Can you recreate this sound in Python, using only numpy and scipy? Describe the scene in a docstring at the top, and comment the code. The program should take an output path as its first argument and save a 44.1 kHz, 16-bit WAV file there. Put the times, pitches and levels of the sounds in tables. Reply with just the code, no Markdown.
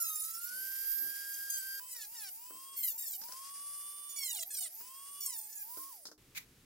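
"""Workbench: a handheld rotary tool cuts openings in a hollow plastic model body, on a fast, then a slower setting.
The motor is shaft-locked tones plus air and brush noise, the overtones pulsing with the chopped supply.
The disc is a once-per-turn pulse train through resonances; the load drags the speed down.
Modes, clack and tick make knocks as the shell is turned; grips are dull noise. The motor runs down,
then a knife stroke of dense slips and noise is heard over a low room rumble."""
import sys
import numpy as np
from scipy import signal
from scipy.fft import rfft, irfft, next_fast_len
from scipy.io import wavfile
from scipy.ndimage import uniform_filter1d

SR = 44100
rng = np.random.default_rng(int(sys.argv[2]) if len(sys.argv) > 2 else 0)


def file_out(sig):
    """Save sig as 16-bit WAV at sys.argv[1]."""
    # one column per channel
    cols = np.atleast_2d(sig).T
    # limit, then scale
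    lim = np.clip(cols, -1, 1)
    pcm = np.round(lim * 32767).astype(np.int16)
    wavfile.write(sys.argv[1], SR, pcm)


N = 293265
T = np.arange(N) / SR

# start of the slow passage and of the knife work
SLOW_FROM_S, KNIFE_FROM_S = 1.798, 6.178
CHOPPER_HZ = 499.6
# pushes of the disc into the plastic; drag = speed lost if held, before hand wobble:
# [start/s, end/s, first drag/(turns/s), last drag/(turns/s), unbalance tone change/dB,
#  low/dB, middle/dB, high/dB, swell over the push/dB, chatter/0-1, panel ring f/Hz, panel level/dB]
PUSHES = [(0, 0.159, 496, 435, 2, -55, -48.5, -40.5, -4.5, 0.2, 6800, -48),
          (0.156, 0.399, 324, 156, -4.5, -61.5, -49.5, -46, -8.5, 0.5, 10200, -50),
          (0.412, 0.499, 92.5, 120, -5.5, -65, -55, -48, -2, 0.4, 14200, -64),
          (1.338, 1.383, 21, 6.8, -8, -59, -51.5, -48, -16, 0, 9700, -62),
          (1.5, 1.617, 40, 170, -6, -56.5, -48, -44.5, -8.5, 0.06, 4900, -70),
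          (1.872, 1.941, 77, 300, -13, -68, -56, -54.5, 20, 0, 8200, -57),
          (1.947, 2.056, 361.5, 525, -2.5, -55.5, -52.5, -52.5, -4, 0.44, 1760, -60.5),
          (2.15, 2.296, 320.5, 689, 5.5, -59, -54.5, -57.5, 0.5, 0.33, 1750, -61.5),
          (2.764, 2.827, 81, 295, -16, -63, -53.5, -38.5, 1, 0, 4360, -59),
          (2.83, 2.929, 205.5, 780, -12, -55, -50.5, -39.5, -10, 0, 5900, -57.5),
          (2.979, 3.169, 211.5, 730, -11.5, -59.5, -52.5, -43.5, -3, 0, 8200, -58),
          (4.093, 4.134, 38, 94, -9, -68, -65, -49.5, -10, 0, 6900, -55),
          (4.161, 4.335, 63.5, 535, -9, -50, -43, -45, 2, 0, 2150, -59),
          (4.337, 4.437, 1032, 567, 7, -51.5, -45, -46.5, -2, 0.21, 8900, -51),
          (4.505, 4.599, 318.5, 740, -14.5, -54.5, -46, -45.5, 2, 0.08, 8900, -46.5),
          (4.604, 4.682, 480.5, 1086, 6, -55, -47.5, -49, -5.5, 0.2, 8900, -47.5),
          (5.206, 5.267, -0.5, 230, -14, -58, -51.5, -43.5, -1, 0.12, 5700, -56),
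          (5.264, 5.367, 336, 570, -0.5, -59.5, -46.5, -49.5, -1, 0.12, 8900, -59),
          (5.366, 5.478, 293.5, 413, -0.5, -68, -59.5, -52, -7, 0, 8700, -55.5),
          (5.491, 5.631, 299, 460, -7, -76.5, -54, -53.5, 5, 0, 1700, -71.5)]
# tool's place between the ears: [t/s, left minus right/dB]
PLACE = [(0.0, -2.5), (0.73, -5), (0.98, -8), (1.32, -2.5), (3.02, 1), (3.21, -4), (3.26, 2), (4.15, -3.5),
         (4.84, -1), (6.1, -3.5)]


def from_db(db):
    """Decibels to gain."""
    return 10 ** (np.asarray(db) / 20)


def rms_one(x):
    """Scale to unit power."""
    return x / np.sqrt(np.mean(x ** 2) + 1e-20)


def in_time(rows):
    """Interpolate the columns of a breakpoint table at every sample."""
    s, *columns = np.transpose(rows)
    return [np.interp(T, s, c) for c in columns]


def during(start_s, end_s, edge_s):
    """Gate with linear ramps, half open at start and end."""
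    return np.clip(np.minimum(T - start_s, end_s - T) / edge_s + .5, 0, 1)


def bumps(rows):
    """Sum of Gaussian bumps in time; rows of (centre/s, length/s, heights...)."""
    return sum(np.outer(heights, np.exp(-((T - s) / length) ** 2)) for s, length, *heights in rows)


def drift(rate_hz):
    """Random wander of rms 1: two-pole low-passed noise, computed every 40 samples."""
    r = np.exp(-80 * np.pi * rate_hz / SR)
    white = rng.standard_normal(N // 40 + 2002)
    slow = signal.lfilter([1], [1, -2 * r, r * r], white)[2000:]
    return np.interp(np.arange(N) / 40, np.arange(len(slow)), rms_one(slow))


def coloured(x, colour):
    """Shape a signal by a spectrum that falls 12 dB per octave beyond its ends; rms 1."""
    hz, db = np.transpose(colour)
    size = next_fast_len(N)
    f = np.maximum(np.arange(size // 2 + 1) * SR / size, 1)
    ends = np.minimum(1, np.minimum(f / hz[0], hz[-1] / f)) ** 2
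    gain = from_db(np.interp(np.log(f), np.log(hz), db)) * ends
    return rms_one(irfft(rfft(x, size) * gain, size)[..., :N])


def noise(colour, side_db):
    """Coloured stereo noise: a shared mid plus an opposed side."""
    mid, side = coloured(rng.standard_normal((2, N)), colour)
    return mid + from_db(side_db) * side * [[1], [-1]]


def resonance(x, hz, width_hz):
    """Two-pole band-pass, peak gain 1."""
    r = np.exp(-np.pi * width_hz / SR)
    poles = [1, -2 * r * np.cos(2 * np.pi * hz / SR), r * r]
    return signal.lfilter(np.array([1, 0, -1]) * (1 - r * r) / 2, poles, x)


def ring(clicks, hz, t60_s):
    """A unit click starts a decaying sine of height 1."""
    r, w = from_db(-60 / (t60_s * SR)), 2 * np.pi * hz / SR
    return signal.lfilter([0, np.sin(w)], [1, -2 * r * np.cos(w), r * r], clicks + 1e-18)


def pan(db):
    """Left-minus-right balance as two gains."""
    return from_db(np.array([[.5], [-.5]]) * db)


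def motor_speed():
    """The rotor lags its setting minus the cut's drag, first quickly, then creeping; it coasts once off."""
    # free speed that the motor settles to: [from t/s, speed/(turns/s)]
    settings = [(0, 1620), (1.798, 1114), (2.76, 1163)]
    fast_start, slow_start = 1413, 980  # turns/s at the start of each passage
    inertia_s, creep_s, creep_share = 0.109, .25, .328
    off_s, coast_s = 5.895, 0.205
    hand_wobble = 0.05  # rms share of the drag
    aim, pressure = np.zeros(N), 1 + hand_wobble * drift(20)
    for start, free in settings:
        aim[T >= start] = free
    for start, end, first, last, *_ in PUSHES:
        on = (T >= start) & (T < end)
        aim[on] -= pressure[on] * np.interp(T[on], [start, end], [first, last])

    def lag(x, time_s):
        """One-pole smoothing."""
        r = np.exp(-1 / (time_s * SR))
        return signal.lfilter([1 - r], [1, -r], x)

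    def follow(first, wanted):
        """One passage, from its starting speed."""
        step = uniform_filter1d(wanted, size=800) - first  # load builds and eases smoothly
        return first + (1 - creep_share) * lag(step, inertia_s) + creep_share * lag(step, creep_s)

    fast = T < SLOW_FROM_S
    speed = np.concatenate([follow(fast_start, aim[fast]), follow(slow_start, aim[~fast])])
    return speed * np.exp(-np.maximum(T - off_s, 0) / coast_s)


def motor(speed, turns):
    """Unbalance tone, overtones, cooling air and brush sizzle grow with speed and vary with the tool's angle."""
    # commutator and bearing overtones per setting: [multiple of the speed, relative level/dB]
    fast_orders = [(2, -81.5), (3, -68), (4, -84), (5, -74), (6.1, -71.5), (8, -58)]
    slow_orders = [(2, -81), (2.55, -72), (3, -72), (7.65, -60), (8, -63.5), (8.1, -67.5), (11, -64.5),
                   (12, -68), (13, -63.5), (16, -40.5)]
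    # noise spectra: [f/Hz, relative density/dB]
    air_colour = [(400, -36), (1200, -9.5), (2000, -4), (2600, -7), (4100, -5.5), (4900, 7.5), (5800, 3),
                  (6700, 2.5), (7400, 3.5), (8500, 1.5), (10200, 8), (16000, -47)]
    brush_colour = [(8000, -16), (10500, -9), (16000, -6.5)]
    # hand turns the tool to a new angle: [t/s, length/s, unbalance tone/dB, air/dB, brushes/dB,
    #  lower overtones/dB, highest overtones/dB]
    tool_turns = [(0.581, 0.32, 5.5, 2.5, 3, -1.5, 2.5), (0.825, 0.16, -7, 2, -3.5, -3, 1.5),
                  (0.987, 0.053, -1, -1, -5, -7, 3.5), (1.328, 0.5, 2, 2.5, 3.5, -1.5, -4.5),
                  (2.207, 0.2, -7, 2, 8.5, -4, -10), (3.385, 0.25, 5, 6, 3, -3.5, -2),
                  (3.83, 0.21, 1.5, 1.6, -3.5, 0.5, 3), (4.734, 0.14, -3.5, 5, 5, 1, 0),
                  (5.775, 0.13, 4, 2.5, 9.5, -22, -2)]
    reference_speed = 1150  # turns/s
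    # whine, air, brushes, overtones: (level/dB at reference speed, dB per doubling of speed)
    laws = (-60.5, 15), (-59, 9.1), (-57.5, 6.9), (-3, 18.8)
    seat_s, scrape_flutter_db = 0.034, 2.0  # the cut takes hold of the tone, then makes it flutter
    damping_db, damping_s = -5, .04  # on the highest overtones

    doublings = np.log2(speed / reference_speed)
    whine_db, air_db, brush_db, lines_db = [db + slope * doublings for db, slope in laws]
    whine_turn, air_turn, brush_turn, *beam_db = bumps(tool_turns)
    fast, powered = T < SLOW_FROM_S, np.interp(T, [5.8, 5.95], [1, .3])

    flutter_db = scrape_flutter_db * drift(45)
    contact_db = sum((db + flutter_db) * during(start, end, seat_s) for start, end, _, _, db, *_ in PUSHES)
    whine_gain = from_db(whine_db + whine_turn + contact_db + 0.71 * drift(66))
    whine = np.sqrt(2) * whine_gain * np.sin(2 * np.pi * turns)
    # the ears hear the tone out of step: quadrature side part
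    whine_side = from_db(-6.5) * drift(0.31) * np.gradient(whine) * SR / (2 * np.pi * speed)

    # plastic damps the highest overtones while the disc is in it
    touching = np.minimum(sum(during(start, end, damping_s) for start, end, *_ in PUSHES), 1)
    beam_db = (beam_db[0], beam_db[1] + damping_db * touching)
    fast_lines = overtones(fast_orders, speed, turns, beam_db, ripple=1.0, steepness=14.0,
                           jerk=1.6, slip_turns=.014, rough=0.02)
    slow_lines = overtones(slow_orders, speed, turns, beam_db, ripple=0.24, steepness=1.94,
                           jerk=1.36, slip_turns=.012, rough=0.023)
    lines = from_db(lines_db) * powered * np.where(fast, fast_lines, slow_lines)

    air = from_db(air_db + air_turn + 1.74 * drift(36)) * noise(air_colour, side_db=-5.5)
    brush = from_db(brush_db + brush_turn + 2.0 * drift(26)) * noise(brush_colour, side_db=3.5)
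    brush = brush * np.where(fast, chopper(0.059), 1)
    stopping = np.interp(T, [6.04, KNIFE_FROM_S], [1, 0])
    placed = (lines + brush) * pan(in_time(PLACE)[0])
    return (whine + whine_side * [[1], [-1]] + air * pan(0.56) + placed) * stopping


def overtones(orders, speed, turns, beam_db, ripple, steepness, jerk, slip_turns, rough, spread=1.0):
    """Rough shaft-locked lines swell through housing resonances; high ones pulse most with the supply."""
    # tool housing resonances: [f/Hz, width/Hz, lift/dB]
    housing = [(3200, 700, 9), (9200, 700, 13), (12750, 1300, 7), (15800, 2000, -7)]
    out = 0
    slip = slip_turns * drift(60)
    burst = np.cos(2 * np.pi * CHOPPER_HZ * T)
    for multiple, db in orders:
        hz = multiple * speed
        lift_db = sum(lift / (1 + (2 * (hz - centre) / width) ** 2) for centre, width, lift in housing)
        # the highest lines beam in other directions than the lower ones
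        beamed = np.interp(hz, [9500, 11500], [0, 1])
        angle_db = (1 - beamed) * beam_db[0] + beamed * beam_db[1]
        gain = from_db(db + lift_db + angle_db + 1.6 * drift(10)) * (hz < SR * .4)
        depth = min(ripple * (multiple / 8) ** steepness, 6)
        # supply bursts jerk the phase ahead
        phase = 2 * np.pi * multiple * (turns + slip) + jerk * depth * burst
        sine, cosine = np.sin(phase), np.cos(phase)
        # uneven brush contact: noise skirt, stronger on high lines
        skirt = rough * multiple * (drift(180) * sine + drift(290) * cosine)
        # paths to the two ears change as the hand moves
        side = spread * drift(0.78) * cosine
        out = out + np.sqrt(2) * gain * chopper(depth) * (sine + skirt + side * [[1], [-1]])
    return out


def chopper(depth):
    """The speed control feeds the motor in short bursts; power 1."""
    return rms_one(np.exp(depth * np.cos(2 * np.pi * CHOPPER_HZ * T)))


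def cutting(speed, turns, grit, jitter_turns, wander_db, flutter_db, spread):
    """The disc's high spot strikes once a turn; strikes grow gritty and uneven as it bogs down."""
    # disc and shell resonances, one list each for low, middle, high: [f/Hz, width/Hz, relative level/dB]
    cut_modes = [
        [(1930, 910, -2), (2950, 220, 2.5), (3660, 790, 5.5), (4760, 1760, 5)],
        [(5650, 980, 3), (7080, 870, 10.5), (8390, 660, 5.5), (10070, 1030, 6)],
        [(11100, 1000, -2.5), (13160, 2800, 1.5), (14600, 1200, 9)],
    ]
    # disc catches and bites harder: [t/s, length/s, lift/dB]
    catches = [(1.506, 0.0082, 3), (2.839, 0.0082, 1.5), (2.888, 0.014, 5.5), (3.136, 0.015, 3.5),
               (4.225, 0.013, 1.5), (4.437, 0.0086, 3.5), (4.626, 0.02, 4), (5.209, 0.0063, 2.5),
               (5.274, 0.014, 5), (5.39, 0.005, 7.5), (5.415, 0.0034, 6), (5.443, 0.0075, 2.5)]
    panel_width_hz = 830
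    gains, chatter, panel_hz = pushes()
    bog = np.clip((1080 - speed) / 350, .1, 1)
    angle = np.pi * (turns + jitter_turns * bog * drift(200))
    # band-limited pulse train, harmonics up to about 19000 Hz
    count = 2 * np.floor(19000 / speed) + 1
    strikes = np.sin(count * angle) / (np.sin(angle) + 1e-12) / np.sqrt(count)
    # chatter: every other turn bites deeper
    strikes = strikes * (1 + chatter * (1 + 0.11 * drift(2.5)) * np.cos(angle))
    force = strikes + grit * bog * np.cos(angle) ** 2 * rng.standard_normal(N)

    def answer(hz, width_hz):
        """One stereo resonance, delayed by the strikes' way through the shell."""
        late = np.roll(force, rng.integers(SR // 700))
        part = resonance(resonance(late, hz, width_hz), hz, 2 * width_hz)
        quadrature = np.gradient(part) / np.sin(2 * np.pi * hz / SR)
        return part + spread * drift(3.15) * quadrature * [[1], [-1]]

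    # the contact point moves, so each resonance comes and goes
    parts = [sum(answer(hz, width_hz) * from_db(db + wander_db * drift(30.0)) for hz, width_hz, db in modes)
             for modes in cut_modes]
    parts.append(sum(answer(hz, panel_width_hz) * (panel_hz == hz) for hz in np.unique(panel_hz) if hz > 0))
    out = 0
    for part, gain in zip(parts, gains):
        # divide out the running rms so that the pushes set the level
        level = np.sqrt(np.abs(uniform_filter1d(part.mean(axis=0) ** 2, size=900)) + 1e-12)
        out = out + part / level * gain * from_db(flutter_db * drift(41))
    return out * from_db(bumps(catches)[0]) * pan(in_time(PLACE)[0])


def pushes():
    """Range and panel gains, chatter and panel pitch: pushes start a little softer, then shift in colour."""
    edge_s, onset_db, onset_s = 0.0068, -2.3, 0.025
    sink_db = (3.4, -1.3, 0.5, -2)  # low, middle, high, panel: change over a push as the disc sinks in
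    gains, chatter, panel_hz = np.zeros((4, N)), np.zeros(N), np.zeros(N)
    for start, end, _, _, _, low_db, middle_db, high_db, swell_db, uneven, hz, panel_db in PUSHES:
        gate = during(start, end, edge_s)
        on = gate > 0
        age = T[on] - start
        along = age / (end - start) - .5
        shape_db = onset_db * np.exp(-age / onset_s) + swell_db * along
        levels_db = (low_db, middle_db, high_db, panel_db)
        gains[:, on] += gate[on] * from_db([db + shape_db + sink * along for db, sink in zip(levels_db, sink_db)])
        chatter[on] += gate[on] * np.clip(uneven, 0, 1)
        panel_hz[on] = hz
    return gains, chatter, panel_hz


def knocks(clack_s):
    """Each knock rings the hollow shell's modes under a dry clack and a bright tick."""
    # knocks on the shell, relative levels: [t/s, hollow/dB, clack/dB, tick/dB, tick decay/s]
    hits = [(2.507, -65.5, -69, -80, 0.014), (3.214, -85, -66.5, -56, 0.021), (3.237, -102, -78, -52, .003),
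            (3.285, -86, -63, -54, .005), (3.322, -92, -63.5, -47.5, .004),
            (4.806, -72.5, -66.5, -72, 0.0086), (5.772, -62, -63.5, -58, 0.012),
            (6.054, -69, -65.5, -50.5, 0.014), (6.068, -95, -88, -57, 0.014), (6.086, -70, -70, -73, .008),
            (6.115, -67, -67, -62, 0.016)]
    # shell modes: [f/Hz, relative level/dB, t60/s]
    shell = [(257, -8, 0.21), (306.3, -4.5, 0.4), (441.3, -2, 0.12), (599.7, 9.5, 0.016),
             (1322, -19, 0.074)]
    # tick spectrum: [f/Hz, relative density/dB]
    tick_colour = [(3000, -19), (5200, 4), (7500, -7.5), (15000, -13)]
    clack_colour = [(150, -11.5), (1500, -8.0), (2400, -26)]
    at, hollow_db, clack_db, tick_db, tick_s = np.transpose(hits)
    index, body = np.round(at * SR).astype(int), np.zeros(N)
    for hz, db, t60_s in shell:
        clicks = np.zeros(N)
        height = from_db(hollow_db + db + 5.5 + rng.normal(0, 1, len(at)))
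        clicks[index] = height * rng.choice([-1, 1], len(at))
        body += ring(clicks, hz, t60_s)
    # the knocks' ringing carries little below 175 Hz
    body = signal.sosfilt(signal.butter(2, 175, "high", fs=SR, output="sos"), body)

    def bursts(db, decay_s):
        """Envelopes that jump up at each knock and die away."""
        return sum(from_db(level) * (T >= s) * np.exp(-np.clip((T - s) / decay, 0, 20))
                   for s, level, decay in np.broadcast(at, db, decay_s))

    clack = bursts(clack_db + 8.0, clack_s) * noise(clack_colour, side_db=-13)
    tick = bursts(tick_db + 2.5, tick_s) * noise(tick_colour, side_db=2.5)
    return body + clack + tick


def fingers():
    """Dull rubs of skin on the shell: swells of low noise."""
    # fingers shifting their grip: [t/s, length/s, level/dB]
    grips = [(0.58, 0.081, -71.5), (1.042, 0.067, -64.5), (2.547, 0.025, -68)]
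    # rub spectrum: [f/Hz, relative density/dB]
    grip_colour = [(140, 2.5), (280, 6.5), (700, -1)]
    swell = bumps([(s, length, from_db(db)) for s, length, db in grips])[0]
    return swell * noise(grip_colour, side_db=-16)


def knife(slips_per_s):
    """The blade chatters along the cut in dense small slips, with noise of the same colour."""
    # knife stroke envelope: [t/s, relative level/dB]
    stroke = [(6.349, -62), (6.355, -60), (6.38, -47.5), (6.394, -64), (6.45, -77)]
    # blade spectrum: [f/Hz, relative density/dB]
    knife_colour = [(1700, -6.5), (2300, 4), (2900, -8), (3800, -4.5), (5000, -8.5), (6800, -7.5),
                    (8500, -12), (16000, -7)]
    level_db, = in_time(stroke)
    slips = (rng.random(N) < slips_per_s / SR) * rng.standard_normal(N)
    chatter = 0.43 * coloured(slips, knife_colour) + 2.34 * noise(knife_colour, side_db=1)
    return from_db(level_db) * chatter * (T > stroke[0][0]) * (T < stroke[-1][0])


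def workshop(x, t60_s, wet_db):
    """Short reflections from bench and walls: decaying noise, different on each side."""
    t = np.arange(SR // 4) / SR
    echoes = rng.standard_normal((2, len(t))) * from_db(-60 * t / t60_s) * (t > .002)
    echoes /= np.sqrt(np.sum(echoes ** 2, axis=1, keepdims=True))
    return x + from_db(wet_db) * signal.fftconvolve(x, echoes, axes=1)[:, :N]


def background():
    """Steady coloured noise under the tool, then rumble and hiss under the knife."""
    # spectra: [f/Hz, relative density/dB]
    quiet_colour = [(30, -4), (190, -11), (245, 2), (275, -10.5), (370, -2.5), (700, -5)]
    rumble_colour = [(25, -17), (114, -13.5), (400, -21.5), (850, -40)]
    hiss_colour = [(900, 1.5), (2300, 2.5), (16000, -2.5)]
    quiet = from_db(-79) * noise(quiet_colour, side_db=-17)
    rumble = from_db(-67) * noise(rumble_colour, side_db=-20)
    hiss = from_db(-68) * noise(hiss_colour, side_db=-4)
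    return np.where(T < KNIFE_FROM_S, quiet, rumble + hiss)


def scene():
    """Tool, shell and knife in the room, over its background."""
    speed = motor_speed()
    turns = np.cumsum(speed) / SR
    cut = cutting(speed, turns, grit=0.079, jitter_turns=.0035, wander_db=6, flutter_db=2.2, spread=0.66)
    tool = motor(speed, turns) + cut
    hands = knocks(clack_s=0.011) + fingers() + knife(slips_per_s=1600)
    return workshop(tool + hands, t60_s=.12, wet_db=-12) + background()


def record(dry):
    """Steep elliptic low-pass at 15.8 kHz."""
    return signal.sosfilt(signal.ellip(12, .1, 80, 15800, fs=SR, output="sos"), dry)


dry = scene()
out = record(dry)
file_out(out)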